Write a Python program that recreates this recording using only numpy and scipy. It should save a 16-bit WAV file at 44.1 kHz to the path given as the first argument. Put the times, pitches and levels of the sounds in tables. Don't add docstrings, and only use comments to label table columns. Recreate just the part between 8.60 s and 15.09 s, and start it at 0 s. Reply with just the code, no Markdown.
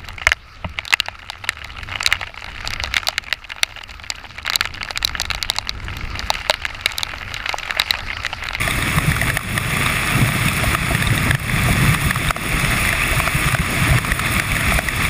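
import sys
import numpy as np
from scipy import signal
from scipy.fft import rfft, irfft, next_fast_len
from scipy.io import wavfile
from scipy.ndimage import uniform_filter1d

SR = 44100
rng = np.random.default_rng(int(sys.argv[2]) if len(sys.argv) > 2 else 0)


def transcribe(signal):
    frames = np.atleast_2d(signal).T
    limited = np.clip(frames, -1, 1)
    pcm = np.round(limited * 32767).astype(np.int16)
    wavfile.write(sys.argv[1], SR, pcm)


def ratio_of_db(decibels):
    return 10 ** (np.asarray(decibels, float) / 20)


N = 286209


def rms_one(x):
    return x / np.sqrt(np.mean(x ** 2) + 1e-20)


def drift(rate_hz):
    r = np.exp(-2 * np.pi * rate_hz / SR)
    slow = signal.lfilter([1], [1, -2 * r, r * r], rng.standard_normal(N + SR))
    return rms_one(slow[SR:])


def evened(x, seconds):
    return x / np.sqrt(uniform_filter1d(x ** 2, int(seconds * SR)) + 1e-12)


def resonate(x, hz, width_hz):
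    r = np.exp(-np.pi * width_hz / SR)
    poles = [1, -2 * r * np.cos(2 * np.pi * hz / SR), r * r]
    return signal.lfilter([(1 - r * r) / 2, 0, (r * r - 1) / 2], poles, x)


def body(x, modes, flicker_db, rate_hz):
    out = np.zeros(len(x))
    for k, (hz, width_hz, db) in enumerate(modes):
        gain = ratio_of_db(db + flicker_db * drift(rate_hz))
        out += (-1) ** k * gain * resonate(x, hz, width_hz)
    return out


# (frequency [Hz], width [Hz], level [dB])
FRAME_MODES = [
    (95.8, 26.3, -3),
    (125, 45.5, 2),
    (161.3, 80.3, -1),
    (211.4, 87, -7.5),
]


def frame_and_wind(drone_db, buffet_db):
    drone = evened(body(rng.standard_normal(N), FRAME_MODES, flicker_db=2.0, rate_hz=19.3), seconds=0.0415)
    eddies = signal.butter(2, [28, 95], "band", fs=SR, output="sos")
    buffet = evened(signal.sosfilt(eddies, rng.standard_normal(N)), seconds=0.053)
    rush = resonate(rng.standard_normal(N), 254, 140) * ratio_of_db(1.03 * drift(10.0))
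    return ratio_of_db(drone_db) * drone + ratio_of_db(buffet_db) * buffet + ratio_of_db(-11.0) * rms_one(rush)


# (time of widest swing [s], peak level as heard [dB], frequency [Hz])
GUST_EVENTS = [(0.385, -12, 65.3), (0.505, -15, 59), (0.697, -14.5, 53), (0.18, -16, 44.5), (1.6, -13, 75),
               (2.083, -12, 63.4), (2.217, -17, 52), (2.322, -16, 52), (2.48, -12, 55), (2.697, -15, 60),
               (3.116, -13, 63), (3.467, -12.5, 62), (3.688, -14.5, 47), (3.946, -14, 50.4),
               (4.101, -16, 45), (4.526, -17, 52.3), (4.596, -17.5, 51.7), (4.765, -16, 55.3),
               (4.869, -15, 58), (5.004, -12, 58), (5.313, -9, 60.4), (5.524, -12, 49.5), (5.767, -15, 64),
               (5.929, -15, 45.8), (6.091, -14, 63), (6.163, -10, 49), (6.281, -15, 53)]
# (time of widest swing [s], peak level as heard [dB], frequency [Hz])
BUMP_EVENTS = [(0.379, -8.5, 149), (0.486, -5.5, 149), (1.564, -10.5, 125), (1.63, -7, 131),
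               (4.58, -13.5, 121), (1.867, -12, 152), (2.104, -16, 136), (2.306, -14, 127),
               (2.355, -13.5, 120), (2.518, -9, 124), (2.703, -10, 107), (2.75, -7.5, 135),
               (2.938, -14.5, 142), (3.04, -10, 142), (3.074, -16, 135), (3.11, -11.5, 118),
               (3.224, -7.5, 139), (3.261, -11.5, 146), (3.288, -5.5, 127), (3.317, -11, 144),
               (3.452, -12.5, 141), (3.573, -13, 125), (4.044, -13, 140), (4.756, -10, 142),
               (4.869, -12, 133), (4.944, -12, 125), (5.002, -12.5, 159), (5.228, -12, 149),
               (5.32, -8.5, 136), (5.361, -9, 129)]


def swings(events, swing_cycles, drop_db):
    out = np.zeros(N + SR)
    half = SR // 20
    phases = rng.uniform(0, 2 * np.pi, len(events))
    for (s, db, hz), phase in zip(events, phases):
        cycles = np.arange(-half, half) / SR * hz
        spread = swing_cycles * ratio_of_db(0.37 * (db + 11))
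        swing = np.exp(-(cycles / spread) ** 2) * np.sin(2 * np.pi * cycles + phase)
        at = round(s * SR)
        out[at - half:at + half] += ratio_of_db(db + drop_db[at]) * swing
    return out[:N]


# (frequency [Hz], level per Hz [dB])
TREBLE_SPECTRUM = [(2500, 1), (4000, -2), (4410, -5.5), (5440, -1), (6050, -15.5), (6600, -1.5), (7660, -9.5),
                   (8590, -0.5), (9050, -7.5), (9600, 4.5), (10500, -4), (11900, -17.5), (14400, 0.5),
                   (15500, -21)]


def shape_treble(x):
    hz, db = np.transpose(TREBLE_SPECTRUM)
    grid = np.linspace(0, SR / 2, 512)
    gain = ratio_of_db(np.interp(np.log(grid + 1), np.log(hz), db, left=-60, right=-80))
    return signal.oaconvolve(x, signal.firwin2(255, grid, gain, fs=SR), "same")


# (frequency [Hz], width [Hz], level [dB])
HOUSING_MODES = [
    (653, 95, -5.5),
    (1200, 190, 0.5),
    (1837, 467, 1),
    (2284, 404, 3),
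    (2642, 203, -1.5),
    (3440, 210, -3),
]


def runners(tick_rate, tick_db, size_db, chatter_db, chip_rate, chip_db):
    chatter = ratio_of_db(chatter_db * (drift(40.0) + 0.63 * drift(12.0)))
    tick_sizes = ratio_of_db(tick_db + size_db * np.minimum(rng.exponential(1, N), 4))
    ticks = (rng.random(N) < tick_rate / SR) * tick_sizes
    burst = signal.lfilter([1], [1, -.97], ticks)
    drive = (chatter + burst) * rng.standard_normal(N)
    chip_hits = rng.random(N) < chip_rate * ratio_of_db(5 * drift(5.)) / SR
    chips = chip_hits * ratio_of_db(chip_db) * rng.standard_normal(N)
    taps = signal.lfilter([.5, .5], [1, -.3], chips)
    treble = shape_treble(drive)
    spray = signal.sosfilt(signal.butter(2, 7500, "high", fs=SR, output="sos"), treble)
    treble += (ratio_of_db(2.0 * drift(32.0) + 2.8 * drift(140.0)) - 1) * spray
    rattle = body(drive + taps, HOUSING_MODES, flicker_db=0.64, rate_hz=18.0)
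    return rms_one(rattle) + ratio_of_db(-7.5) * rms_one(treble)


# (time [s], peak level as heard [dB], mode struck hardest [Hz], gain drop [dB])
JOLT_EVENTS = [(0.076, -6.5, 1830, 2), (0.383, -3.5, 1140, 1), (0.517, -9, 1890, 3.5),
               (0.564, -7.5, 1400, 4.5), (0.7, -6, 1700, 8), (0.77, -0.5, 1840, 16), (0.791, -14, 1270, 13),
               (0.977, -2, 1840, 7), (1.688, -11, 1220, 2.5), (1.883, -7, 2520, 3), (2.148, -4, 1280, 6),
               (2.709, 0.5, 1720, -3), (2.748, -3, 1800, 12.5), (3.127, -8.5, 2020, 4),
               (3.346, -6.5, 1180, 7), (3.508, -4, 1780, 9), (3.706, -1.5, 1270, 13.5),
               (4.289, -6, 2020, 1.5), (4.327, -5.5, 1800, 2.5), (4.675, -6.5, 1360, 4.5),
               (4.886, -9.5, 1190, 5.5), (4.947, -5.5, 1530, 8.5), (5.384, -6.5, 1820, 8.5),
               (5.518, -3, 1890, 8.5), (5.797, -1, 1840, 6), (5.82, -11, 1810, 6), (5.965, -8, 1790, 4),
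               (6.188, -5.5, 1590, 9.5), (6.285, -6, 1930, 9), (6.45, -8, 2200, 6.5)]
# (time [s], peak level as heard [dB], mode struck hardest [Hz])
TAP_EVENTS = [(0.015, -12, 2130), (0.108, -8.5, 2250), (0.224, -11.5, 2120), (0.405, -14, 1900),
              (0.614, -4, 1920), (0.639, -14, 1930), (0.81, -18, 1170), (1.261, -7.5, 1190),
              (2.266, -15, 1280), (2.348, -6.5, 1850), (2.423, -6, 1740), (2.471, -13.5, 1170),
              (2.503, -11, 1880), (2.577, -11, 1890), (5.668, -11, 1800), (2.895, -12, 1740),
              (3.251, -9.5, 1260), (3.558, -9, 1200), (3.686, -17, 2350), (3.763, -11, 1290),
              (4.047, -7.5, 2170), (4.435, -10, 2660), (4.6, -5.5, 1130), (4.987, -10.5, 2100),
              (5.447, -10, 1240), (5.593, -7.5, 1310), (5.917, -9, 2300), (6.008, -13, 1950),
              (6.084, -8.5, 1910), (6.12, -10, 1280)]
# (time [s], peak level as heard [dB])
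THUD_EVENTS = [(0.076, -13), (0.384, -25), (0.622, -14.5), (0.7, -26), (1.688, -20), (2.039, -11.5),
               (2.148, -15), (2.307, -13), (2.709, -16), (3.085, -12.5), (3.706, -15), (3.763, -18),
               (4.333, -16.5), (4.53, -17), (4.6, -16), (6.188, -12), (4.674, -15), (4.947, -17),
               (5.326, -14.5), (6.008, -19), (6.12, -14)]
# (time [s], peak level as heard [dB])
PING_EVENTS = [(0.108, -13), (0.224, -14), (0.384, -13), (0.977, -26), (1.261, -13), (1.688, -20),
               (1.884, -14), (2.423, -19), (2.471, -7), (2.577, -10.5), (3.346, -16), (3.686, -12),
               (4.327, -24), (5.518, -30), (5.593, -22), (6.45, -19)]


def knocks(drop_db):
    ring, rattle, crack = np.zeros((3, N))
    t = np.arange(SR // 50) / SR
    contact = (t / .002) ** 2 * np.exp(2 - 2 * t / 0.0017)
    thud = np.sin(2 * np.pi * 680 * t) * t / 0.0033 * np.exp(1 - t / 0.0025)
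    ping = contact * (np.sin(2 * np.pi * 3697 * t) + ratio_of_db(-7.5) * np.sin(2 * np.pi * 8360 * t))
    blows = [row[:3] for row in JOLT_EVENTS + TAP_EVENTS]
    draws = rng.standard_normal((len(blows), len(t)))
    for (s, db, hz), draw in zip(blows, draws):
        start = round(s * SR)
        at = slice(start, start + len(t))
        size = ratio_of_db(db + drop_db[start + SR // 500])
        struck = 1.03 * contact * np.sin(2 * np.pi * hz * t)
        ring[at] += size * (struck + ratio_of_db(-22.5) * ping + ratio_of_db(-24) * thud)
        rattle[at] += 2.02 * size * contact * draw
        crack_db = -6.5 + 1 * np.log2(hz / HOUSING_MODES[2][0])
        crack[at] += size * contact * ratio_of_db(crack_db) * draw
    for events, shape in (THUD_EVENTS, thud), (PING_EVENTS, ping):
        for s, db in events:
            at = round(s * SR)
            ring[at:at + len(t)] += ratio_of_db(db + drop_db[at + SR // 500]) * shape
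    dull = signal.butter(1, (300, 1800), "band", fs=SR, output="sos")
    punch = ratio_of_db(-11) * signal.sosfilt(dull, rattle)
    return ring + punch + body(rattle, HOUSING_MODES, flicker_db=-1.0, rate_hz=3) + shape_treble(crack)


def gain_drop_db():
    attack_s, release_s, start_drop_db = 0.0054, 0.16, 2
    t = np.arange(N) / SR
    drop = start_drop_db * np.exp(-t / release_s)
    for s, _, _, db in JOLT_EVENTS:
        since = t - s - .004
        drop = np.maximum(drop, db * np.exp(-np.abs(since) / release_s) * (since > 0))
    r = np.exp(-1 / (attack_s * SR))
    return signal.lfilter([1 - r], [1, -r], drop)


# (time [s], bite of the runners [dB], frame drone above the hiss [dB], wind buffet above the hiss [dB])
RIDE_COURSE = [(0.0, -2, -2.5, 1), (0.3, -3.5, 0.5, -0.5), (0.7, -1, 3, 5.5), (1.0, -0.5, 4.5, -1),
               (1.5, -1.6, -6, -4), (1.6, -2.2, 5.5, -1.5), (1.9, -0.3, 1, -2.5), (2.4, -1.5, 3.5, -4),
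               (2.75, -2.5, 4, 4.5), (3.25, 1.5, 4, 3), (3.7, 0, 1.5, -3), (4.0, 0.5, -1, -2),
               (4.4, -1.7, -7.5, 2.5), (4.85, 0.5, -6, -3), (5.35, 0.5, 3.5, -1), (5.7, 0, 0, -2),
               (6.1, 0, -1, -1), (6.49, 2.5, -1, 3)]


def scene():
    s, *controls = np.transpose(RIDE_COURSE)
    bite_db, drone_db, buffet_db = (np.interp(np.arange(N) / SR, s, c) for c in controls)
    drop_db = gain_drop_db()
    ride = runners(tick_rate=41.0, tick_db=-3.5, size_db=4.0, chatter_db=0.0, chip_rate=150., chip_db=14.5)
    ride += ratio_of_db(-16 - 1.18 * drone_db) * resonate(ride, 2540, 430)
    skip_db = 0.16 * drop_db
    ride += frame_and_wind(drone_db - 2.5 - skip_db, buffet_db - 4.5 - skip_db)
    lows = swings(BUMP_EVENTS, 1.45, drop_db) + swings(GUST_EVENTS, 0.62, drop_db)
    return (ratio_of_db(-19.5 + bite_db) * ride + lows + knocks(drop_db))[None]


def limit(x):
    t = np.arange(N) / SR / 0.041
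    over = np.maximum(20 * np.log10(np.abs(x) + 1e-9) + 4.5, 1e-3)
    drop = np.exp(np.maximum.accumulate(np.log(over) + t) - t)
    r = np.exp(-1 / (0.0047 * SR))
    return x * ratio_of_db(-signal.lfilter([1 - r], [1, -r], drop))


# (lower edge [Hz], upper edge [Hz], share of time kept [0-1])
WEAK_STRIPS = [(5800, 5900, .7), (5900, 6150, .04), (6150, 6260, .6), (10850, 11050, .7),
               (11050, 11220, .08), (11220, 11420, .3), (11420, 11780, .04), (11780, 11950, .45),
               (11950, 12060, .06), (12060, 12250, .55), (12250, 12550, .12), (12550, 12780, .45),
               (12780, 13000, .07), (13000, 13300, .85), (14750, 14950, .7), (14950, 15350, .04),
               (15350, 15800, .01)]


def starve(x):
    size = next_fast_len(N)
    spectrum, hz = rfft(x, size), np.fft.rfftfreq(size, 1 / SR)
    overload = np.zeros(N, bool)
    for s, _, _, db in JOLT_EVENTS:
        overload[round((s - .002) * SR):round((s + .007) * SR)] = db > 7.5
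    out = irfft(spectrum * (hz < WEAK_STRIPS[-1][1]), size)[:N]
    chances = rng.random((len(WEAK_STRIPS), N // 1536 + 1))
    mood = ratio_of_db(3 * drift(1.5) - 1.5)
    for (low, high, share), chance in zip(WEAK_STRIPS, chances):
        kept = (np.repeat(chance, 1536)[:N] < share * mood) | overload
        gate = uniform_filter1d(uniform_filter1d(kept * 1., size=300), size=300)
        strip = irfft(spectrum * (hz >= low) * (hz < high), size)[:N]
        out -= (1 - gate) * strip
    return out


def low_pass(x):
    return signal.sosfilt(signal.butter(12, 15760, fs=SR, output="sos"), x)


def record(dry):
    x = limit(dry[0] * ratio_of_db(-gain_drop_db()))
    x = 0.77 * np.tanh(x / 0.73)
    mix = starve(x)[None]
    return low_pass(mix)


dry = scene()
out = record(dry)
transcribe(out)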